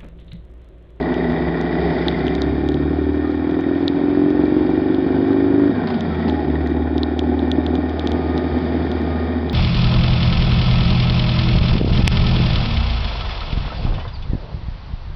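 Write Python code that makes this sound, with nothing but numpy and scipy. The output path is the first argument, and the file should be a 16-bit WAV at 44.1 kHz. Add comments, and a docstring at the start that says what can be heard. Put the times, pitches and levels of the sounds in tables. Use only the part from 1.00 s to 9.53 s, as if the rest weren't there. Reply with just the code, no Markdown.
"""A V-twin motorcycle thrums along a wet highway, heard from a waterproof case on the bike.
It cruises, barks under an open throttle, shuts off for an upshift and cruises on.
Firings ring the pipe and muffler, pistons shake the frame, valves clatter and gears whine.
Behind the engine, wind rushes, tyres hiss through water and drops tick on the case."""
import sys
import numpy as np
from scipy import signal
from scipy.fft import rfft, irfft, next_fast_len
from scipy.io import wavfile
from scipy.ndimage import map_coordinates

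SR = 44100
rng = np.random.default_rng(int(sys.argv[2]) if len(sys.argv) > 2 else 0)


def wrap_up_sound(samples):
    """Save the sound to the file named by the first command line argument, as 16-bit audio."""
    columns = np.atleast_2d(samples).T
    # keep every value between -1 and 1, then stretch to whole-number steps
    tamed = np.clip(columns, -1, 1)
    steps = np.round(tamed * 32767).astype(np.int16)
    wavfile.write(sys.argv[1], SR, steps)


N = 376173
TIME = np.arange(N) / SR

# air and water rushing past (time [s], relative wind level [dB], relative spray level [dB])
ROAD_LEVELS = [(0.0, -26, -56), (1.14, -32.5, -51.5), (1.8, -36.5, -60), (3.82, -31, -57), (4.39, -30, -58),
               (5.25, -30.5, -54.5), (5.51, -30.5, -58.5), (5.8, -36, -62), (7.86, -29, -53),
               (8.53, -31.5, -56.5)]
# colour of the wind on the case (frequency [Hz], relative level [dB])
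WIND_COLOUR = [(20, -54), (35, -0.5), (50, -32.5), (70, 14), (120, -0.5), (165, 17.5), (205, -0.5),
               (260, 9), (400, 12.5), (530, 0), (680, 4.5), (850, 1.5), (1000, -9), (2300, -51)]
# colour of the tyre spray (frequency [Hz], relative level [dB])
SPRAY_COLOUR = [(900, -9), (1500, 3.5), (2300, 4.5), (2650, -8), (3300, 0), (3750, 0.5), (4100, -12.5),
                (4400, -3.5), (5000, -5.5), (5400, -19.5), (6200, -36), (8000, -74.5)]
# buffets of air, the first from oncoming traffic (time [s], half length [s], level [dB])
GUST_SWELLS = [(1.447, 0.49, -28.5), (7.75, 0.22, -37)]
# colour of those buffets (frequency [Hz], relative level [dB])
GUST_COLOUR = [(20, -21), (35, -11.5), (190, 5.5), (300, -29.5), (1000, -64)]
# drops on the case (time [s], ring level [dB], ring pitch [Hz], relative splat level [dB])
DROP_HITS = [(0.1423, -24, 3150, -32), (0.613, -33, 3600, -28), (1.083, -7, 3600, -21.5),
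             (1.268, -22, 3400, -31.5), (1.281, -17.5, 3150, -33.5), (1.3518, -23, 3600, -29),
             (1.4192, -17.5, 3700, -24), (1.6886, -23, 3630, -26), (1.7429, -22.5, 3520, -38.5),
             (2.8802, -8.5, 3740, -19), (3.9459, -26, 3480, -36), (5.008, -21.5, 3620, -30),
             (5.297, -20.5, 3470, -31.5), (5.673, -29, 3940, -31), (5.9806, -21, 3700, -21.5),
             (6.0324, -11.5, 3760, -29), (6.1926, -14, 3410, -25), (6.3925, -23, 3560, -37.5),
             (6.516, -11.5, 3480, -26.5), (6.6646, -17, 3430, -33.5), (6.754, -23, 3450, -35),
             (6.995, -18.5, 3500, -32.5), (7.0728, -14.5, 3520, -25.5), (7.1185, -22, 3400, -24.5),
             (7.3785, -22.5, 3620, -30), (7.9162, -22.5, 3480, -34.5), (8.497, -19, 3600, -35)]
# colour of a drop's splat (frequency [Hz], relative level [dB])
SPLAT_COLOUR = [(1500, -35.5), (3100, -0.5), (4800, 3), (6500, -7), (9000, -29.5), (12000, -31.5)]

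# gearbox clacks during the shift (time [s], strength [dB])
SHIFT_CLACKS = [(4.872, -20), (4.903, -21.5), (4.941, -24), (5.281, -21.5)]
# colour of the gearbox housing (frequency [Hz], relative level [dB])
GEARBOX_COLOUR = [(400, -12.5), (800, 3.5), (2700, -7.5), (4900, -8.5), (6300, -49)]
# tones that whine as the revs fall (order [cycles per crank turn], level [dB])
OVERRUN_WHINES = [(21, -46.5), (32, -45)]
# gearbox resonances the low mesh sweeps through (frequency [Hz], width [Hz], level [dB])
GEARBOX_MODES = [(1226, 11, -43), (1550, 130, -46)]
# engine case resonances (frequency [Hz], width [Hz], relative level [dB])
ENGINE_CASE_MODES = [(727, 100, 7), (1114, 67, 1), (1214, 6.1, 4), (1440, 178, 4), (1839, 54.6, 9.5),
                     (2362, 77, 0.5), (3316, 160, -9), (3733, 54, -3)]
# tappet resonances (frequency [Hz], width [Hz], relative level [dB])
TAPPET_MODES = [(1908, 55, 2), (3630, 260, -14)]
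# spells of louder tappet ticking (time [s], half length [s], level [dB])
TAPPET_SWELLS = [(2.55, 0.2, -48.5), (5.55, .3, -45)]
# colour of the frame (frequency [Hz], relative level [dB])
FRAME_COLOUR = [(120, -40), (200, -7.5), (245, 8), (290, 0.5), (350, 10.5), (430, 4), (560, -11),
                (620, 2.5), (790, -1.5), (950, -14), (1120, -10), (2200, -54.5)]

# muffler and bodywork booms (frequency [Hz], width [Hz], level [dB])
BOOM_MODES = [(75.2, 16.2, -23.5), (103, 11, -30.5), (146.9, 5.8, -19.5), (167.6, 13, -28), (253, 54, -33)]
# tones that shake the bodywork (order [cycles per crank turn], gain [dB], change when shut off [dB])
BOOM_ORDERS = [(2, 0.5, 0.5), (4, -8, 10), (5, 0, 2)]
# single hard firings in the muffler (time [s], strength [dB])
THUMP_HITS = [(5.285, -6.5), (6.42, -9), (6.577, -8.5)]
# muffler and frame resonances (frequency [Hz], width [Hz], relative level [dB])
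MUFFLER_MODES = [(170, 41, -15.5), (250, 24.8, 0), (294, 38.5, -1), (343, 64, -4.5), (390, 26.5, -8),
                 (479.6, 13, -14), (611.6, 11, -14.5), (726, 72, -18.5), (859.5, 40, -18)]
# colour of the exhaust pipe under load (frequency [Hz], relative level [dB])
PIPE_COLOUR = [(45, -50.5), (70, -4.5), (100, -14), (215, -10), (255, -2), (290, 6), (335, 3), (385, 0.5),
               (428, -19.5), (470, -14.5), (760, -27.5), (1300, -34.5), (3000, -80.5)]
# how much harder the rear cylinder barks than the front (time [s], lead [dB])
REAR_ACCENT = [(1.2, 6), (2.2, -1), (3.25, 3), (3.7, 6), (4.3, 0), (5.4, -0.5), (6.9, 8.5)]
# the revs (time [s], crank speed [turns/s])
CRANK_SPEED = [(0.0, 33.06), (0.65, 33.08), (1.12, 33.52), (1.8, 36.8), (2.6, 41.54), (3.65, 47.34),
               (4.71, 52.28), (4.85, 48.22), (5.15, 40.41), (5.28, 41.07), (5.47, 37.05), (5.8, 37.81),
               (6.7, 39.23), (7.85, 39.81), (8.53, 39.27)]
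# the rider's hand: cruise, pull, shut off, cruise (time [s], throttle [0-1])
THROTTLE_MOVES = [(0, 0.1), (1.05, 0.29), (1.35, 0.51), (2, 0.68), (3.02, 0.75), (3.2, 0.97), (4.1, 0.83),
                  (4.7, 1), (4.72, 0.2), (5.15, 0.06), (5.35, 0.47), (6.6, 0.45), (8.53, 0.09)]
OVERRUN_FROM_S, OVERRUN_TO_S = 4.73, 5.31  # throttle shut: the wheel drives the engine


def amp(db):
    """Decibels to gain."""
    return 10 ** (np.asarray(db) / 20)


def unit(x):
    """Scale to rms 1."""
    return x / np.sqrt(np.mean(x ** 2) + 1e-20)


def step(x):
    """A soft switch from 0 to 1 as x passes zero."""
    return (1 + np.tanh(x)) / 2


def curves(rows):
    """One value per sample for each column after the time."""
    times, *columns = np.transpose(rows)
    return [np.interp(TIME, times, column) for column in columns]


def swells(rows):
    """Gain of bell-shaped swells (time [s], half length [s], level [dB])."""
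    return sum(amp(db) * np.exp(-((TIME - s) / half) ** 2) for s, half, db in rows)


def wobble(rate):
    """A smooth random curve, rate knots a second."""
    return map_coordinates(rng.standard_normal(int(N * rate / SR) + 4), [TIME * rate])


def filtered(x, response):
    """x through a complex frequency response."""
    size = next_fast_len(N + SR // 2)
    return irfft(rfft(x, size) * response(np.fft.rfftfreq(size, 1 / SR)), size)[:N]


def coloured(x, colour, size=16384):
    """x through a causal EQ curve (frequency [Hz], level [dB]), at rms 1."""
    hz, db = np.transpose(colour)
    grid = np.fft.rfftfreq(size, 1 / SR)
    gain = amp(np.interp(np.log(grid + 1), np.log(hz), db)) / (1 + (grid / hz[-1] / 2) ** 4)
    cepstrum = irfft(np.log(gain)) * (1 + np.sign(np.fft.fftfreq(size)))  # minimum phase
    impulse = np.fft.fftshift(irfft(np.exp(rfft(cepstrum))))
    return unit(signal.fftconvolve(x, impulse)[size // 2:][:N])


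def resonate(x, modes):
    """x rings a set of resonances, at rms 1."""
    def response(f):
        peaks = sum((-1) ** k * amp(db) * 1j * f * width / (hz * hz - f * f + 1j * f * width)
                    for k, (hz, width, db) in enumerate(modes))
        low_cut_hz, high_cut_hz = modes[0][0] / 2, modes[-1][0] * 1.35
        return peaks / (1 + (f / high_cut_hz) ** 12) / (1 + (low_cut_hz / (f + 1)) ** 4)
    return unit(filtered(x, response))


def swept(hz, modes):
    """Gain of a tone whose pitch moves through resonances."""
    return sum(amp(db) / (1 + (2 * (hz - centre) / width) ** 2) ** 1.23 for centre, width, db in modes)


def strokes(cycle, phase, scatter_db, jitter_s):
    """One impulse per cycle at a phase of 0-1, uneven in size and timing."""
    marks = np.arange(int(cycle[-1]) + 1) + phase
    timing, strength = rng.standard_normal((len(marks), 2)).T
    times = np.interp(marks, cycle, TIME, right=TIME[-1] + 1) + jitter_s * timing
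    index = np.clip(np.round(times * SR).astype(int), 0, N)
    return np.bincount(index, amp(scatter_db * np.tanh(strength / 2) * 2), N + 1)[:N]


def ragged(hits, decay_s):
    """Every impulse trails a dying burst of noise."""
    envelope = signal.fftconvolve(hits, np.exp(-TIME[:SR // 10] / decay_s))[:N]
    return envelope * rng.standard_normal(N)


def whine(order, cycle):
    """A slightly unsteady tone at a multiple of the crank speed."""
    return unit(np.sin(round(order) * 4 * np.pi * cycle + wobble(40)) * amp(2.5 * wobble(40)))


def road():
    """The bed: turbulent wind buffets the case, and tyres hiss as they throw water."""
    wind_db, spray_db = curves(ROAD_LEVELS)
    gust = wobble(5.7)
    wind = coloured(rng.standard_normal(N), WIND_COLOUR)
    wind *= amp(wind_db + 3.5 + 1.2 * gust + 1.8 * wobble(45))
    spray = coloured(rng.standard_normal(N), SPRAY_COLOUR)
    spray *= amp(spray_db + 12 + .5 * gust + wobble(70))
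    buffets = swells(GUST_SWELLS) * coloured(rng.standard_normal(N), GUST_COLOUR)
    return wind + spray + buffets


def drops():
    """Each drop splats and rings the case, pitched by where it lands; fine spray adds faint ticks."""
    ring_s, splat_s, splash_db = .00024, .00019, -59
    rings, splats = np.zeros((2, N + SR))
    t = TIME[:SR // 50]
    envelope = (t / ring_s) ** 2.6 * np.exp(-t / ring_s)
    envelope /= envelope.max()
    fine_spray = [(when * TIME[-1], -46 + 14 * size ** 3, 3100 + 1000 * spot, -56 + 15 * size ** 2)
                  for when, size, spot in rng.random((130, 3))]
    for s, ring_db, hz, splat_db in list(DROP_HITS) + fine_spray:
        burst = rng.standard_normal(len(t)) * np.exp(-t / splat_s)
        rings[int(s * SR):][:len(t)] += amp(ring_db) * np.sin(2 * np.pi * hz * t) * envelope
        splats[int(s * SR):][:len(t)] += amp(splat_db) * unit(burst)
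    return rings[:N] + amp(splash_db) * coloured(splats[:N], SPLAT_COLOUR)


def squeal():
    """A brief squeal as the drive takes up the next gear."""
    at_s, half_s, hz, db = 5.385, .055, 828, -27
    return swells([(at_s, half_s, db)]) * np.sin(2 * np.pi * hz * TIME + .23 * wobble(60))


def shift():
    """The gear dogs clack a few times before they catch."""
    times, db = np.transpose(SHIFT_CLACKS)
    hits = np.bincount((times * SR).astype(int), amp(db), N)
    clacks = coloured(ragged(hits, decay_s=.01), GEARBOX_COLOUR)
    return clacks / np.abs(clacks).max() * amp(db.max())


def overrun(cycle, shut):
    """Throttle shut, the drive whines down with the revs and the slack valve gear rasps ever louder."""
    tones = sum(amp(db) * whine(order, cycle) for order, db in OVERRUN_WHINES)
    fade_in = (TIME - OVERRUN_FROM_S) / (OVERRUN_TO_S - OVERRUN_FROM_S)
    rasp = resonate(rng.standard_normal(N), TAPPET_MODES) * amp(-43) * fade_in
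    return shut * (tones + rasp)


def gears(cycle, speed, lug):
    """Two meshes sing with the crank: one rings the gearbox, one whirrs once a turn when lugging."""
    low_teeth, high_teeth = 31, 59
    whirr_db, lug_db = -61.5, 24
    crank = 4 * np.pi * cycle
    high_mesh = np.sin(high_teeth * crank + 1.6 * wobble(110))
    whirr = unit(high_mesh * amp(6 * np.cos(crank) + 2 * wobble(60)))
    low_mesh = whine(low_teeth, cycle) * swept(low_teeth * speed, GEARBOX_MODES)
    return low_mesh + whirr * amp(whirr_db + lug_db * lug)


def clatter(cycle, throttle, lug):
    """Lifting and closing valves ring the engine case; one tappet ticks in spells, two when lugging."""
    def tap(phase):
        return strokes(cycle, phase, scatter_db=1.5, jitter_s=.00005)

    def rattle(hits, modes):
        return unit(resonate(hits, modes) + resonate(ragged(hits, decay_s=.004), modes))

    case_db, lug_db, tappet_db, load_db = -38, 4, -47, -.5
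    valves = sum(tap(phase) for phase in (.03, .14, .29, .46, .63, .79, .94))
    case = rattle(valves, ENGINE_CASE_MODES) * amp(case_db + lug_db * lug)
    ticks = tap(.02) + .55 * lug * tap(.48)
    tappets = rattle(ticks, TAPPET_MODES) * (amp(tappet_db) * lug + swells(TAPPET_SWELLS))
    return (case + tappets) * amp(load_db * throttle)


def thrum(cycle, throttle, lug):
    """The pistons shake the frame on every crank turn: a clean drone, strongest when the engine lugs."""
    thrum_db, lug_db, load_db = -30.5, 7.8, -6
    shakes = strokes(2 * cycle, .3, scatter_db=.8, jitter_s=.00003)
    frame = coloured(shakes, FRAME_COLOUR)
    # the shake reaches the case by many paths, which smears it over the turn
    paths = rng.standard_normal(SR // 40) * np.exp(-TIME[:SR // 40] / .012)
    smear = irfft(np.exp(1j * np.angle(rfft(paths))))
    return unit(signal.fftconvolve(frame, smear)[:N]) * amp(thrum_db + lug_db * lug + load_db * throttle)


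def boom(cycle, speed, shut):
    """Low crank orders swell whenever the revs carry them through a muffler or bodywork resonance."""
    crank = 4 * np.pi * cycle
    booms = np.zeros(N)
    for order, db, shut_db in BOOM_ORDERS:
        tone = np.sqrt(2) * np.sin(round(order) * crank)
        booms += tone * swept(round(order) * speed, BOOM_MODES) * amp(db + shut_db * shut + 1.1 * wobble(14))
    return booms


def thumps():
    """Now and then one firing hits the muffler much harder than its neighbours."""
    times, db = np.transpose(THUMP_HITS)
    hits = np.bincount((times * SR).astype(int), amp(db), N)
    ring = resonate(hits, MUFFLER_MODES)
    return ring / np.abs(ring).max() * amp(db.max())


def hollow(cycle, throttle, shut):
    """Slack gas swirls in the muffler and rings one note; throttle shut, it cools and the note drops."""
    hot_hz, cool_hz, width_hz = 247, 231, 14
    hot_db, cool_db, load_db = -22, -24, -24
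    swirl = ragged(strokes(2 * cycle, .4, scatter_db=2, jitter_s=.001), decay_s=.02)

    def chamber(hz):
        ring = resonate(swirl, [(hz, width_hz, 0)])
        return unit(filtered(ring, lambda f: 1 / (1 + (f / 300) ** 8)))

    hot = chamber(hot_hz) * amp(hot_db + load_db * throttle)
    cool = chamber(cool_hz) * amp(cool_db)
    return (1 - shut) * hot + shut * cool


def burble(cycle, throttle):
    """On a light throttle uneven firings ring the muffler, each trailing a puff of turbulent gas."""
    burble_db, duck_db = -21.5, 12
    rough_throttle, rough_width = .38, .26  # the zone where it burbles most
    firings = sum(size * strokes(cycle, phase, scatter_db=2.1, jitter_s=.00009)
                  for phase, size in ((.94, .65), (.56, 1)))
    puffs = .48 * resonate(ragged(firings, decay_s=.011), MUFFLER_MODES)
    rough = np.exp(-((throttle - rough_throttle) / rough_width) ** 2)
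    return unit(resonate(firings, MUFFLER_MODES) + puffs) * amp(burble_db - duck_db * (1 - rough))


def bark(cycle, throttle):
    """Under load both cylinders fire hard into the pipe, whose end echoes each blast."""
    bark_db, bark_duck_db, hard_throttle = -15, 14, .43
    echo_s, echo_db = .0105, -13
    rasp_db, rasp_duck_db = -23.5, 20
    closed = 1 - throttle
    rear_gain = amp(curves(REAR_ACCENT)[0])
    front = strokes(cycle, .995, scatter_db=1.3, jitter_s=.00013)
    rear = strokes(cycle, .537, scatter_db=1.3, jitter_s=.00012)
    unevenness = 1 + closed
    firings = (front ** unevenness + rear_gain * rear ** unevenness) / np.hypot(1, rear_gain)
    pipe = coloured(firings, PIPE_COLOUR)
    blasts = unit(filtered(pipe, lambda f: 1 + amp(echo_db) * np.exp(-2j * np.pi * f * echo_s)))
    # with the throttle wide open each blast ends in a rasp of gas
    rasp = resonate(ragged(firings, decay_s=.0059), [(456, 80, 5), (680, 200, -1), (1090, 870, -8.5)])
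    rasp *= amp(rasp_db - rasp_duck_db * closed)
    firing_hard = step((throttle - hard_throttle) / .097)
    return (blasts + rasp) * amp(bark_db - bark_duck_db * closed) * firing_hard


def scene():
    """Revs and throttle play the engine over the wet road."""
    speed, = curves(CRANK_SPEED)
    throttle, = curves(THROTTLE_MOVES)
    cycle = np.cumsum(speed) / SR / 2  # a four-stroke cycle takes two crank turns
    lug = step((35.15 - speed) / .86)  # below about 35 turns/s the engine lugs and slack parts rattle
    shut = step((TIME - OVERRUN_FROM_S) / .02) * step((OVERRUN_TO_S - TIME) / .03)
    exhaust = bark(cycle, throttle) + burble(cycle, throttle) + hollow(cycle, throttle, shut)
    low_end = thumps() + boom(cycle, speed, shut) + thrum(cycle, throttle, lug)
    machinery = clatter(cycle, throttle, lug) + gears(cycle, speed, lug) + overrun(cycle, shut)
    return (exhaust + low_end + machinery + shift() + squeal() + road() + drops())[None]


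def record(dry):
    """A steep low-pass takes off the highest treble."""
    top_hz = 13000
    return signal.sosfilt(signal.butter(12, top_hz, fs=SR, output="sos"), dry)


dry = scene()
out = record(dry)
wrap_up_sound(out)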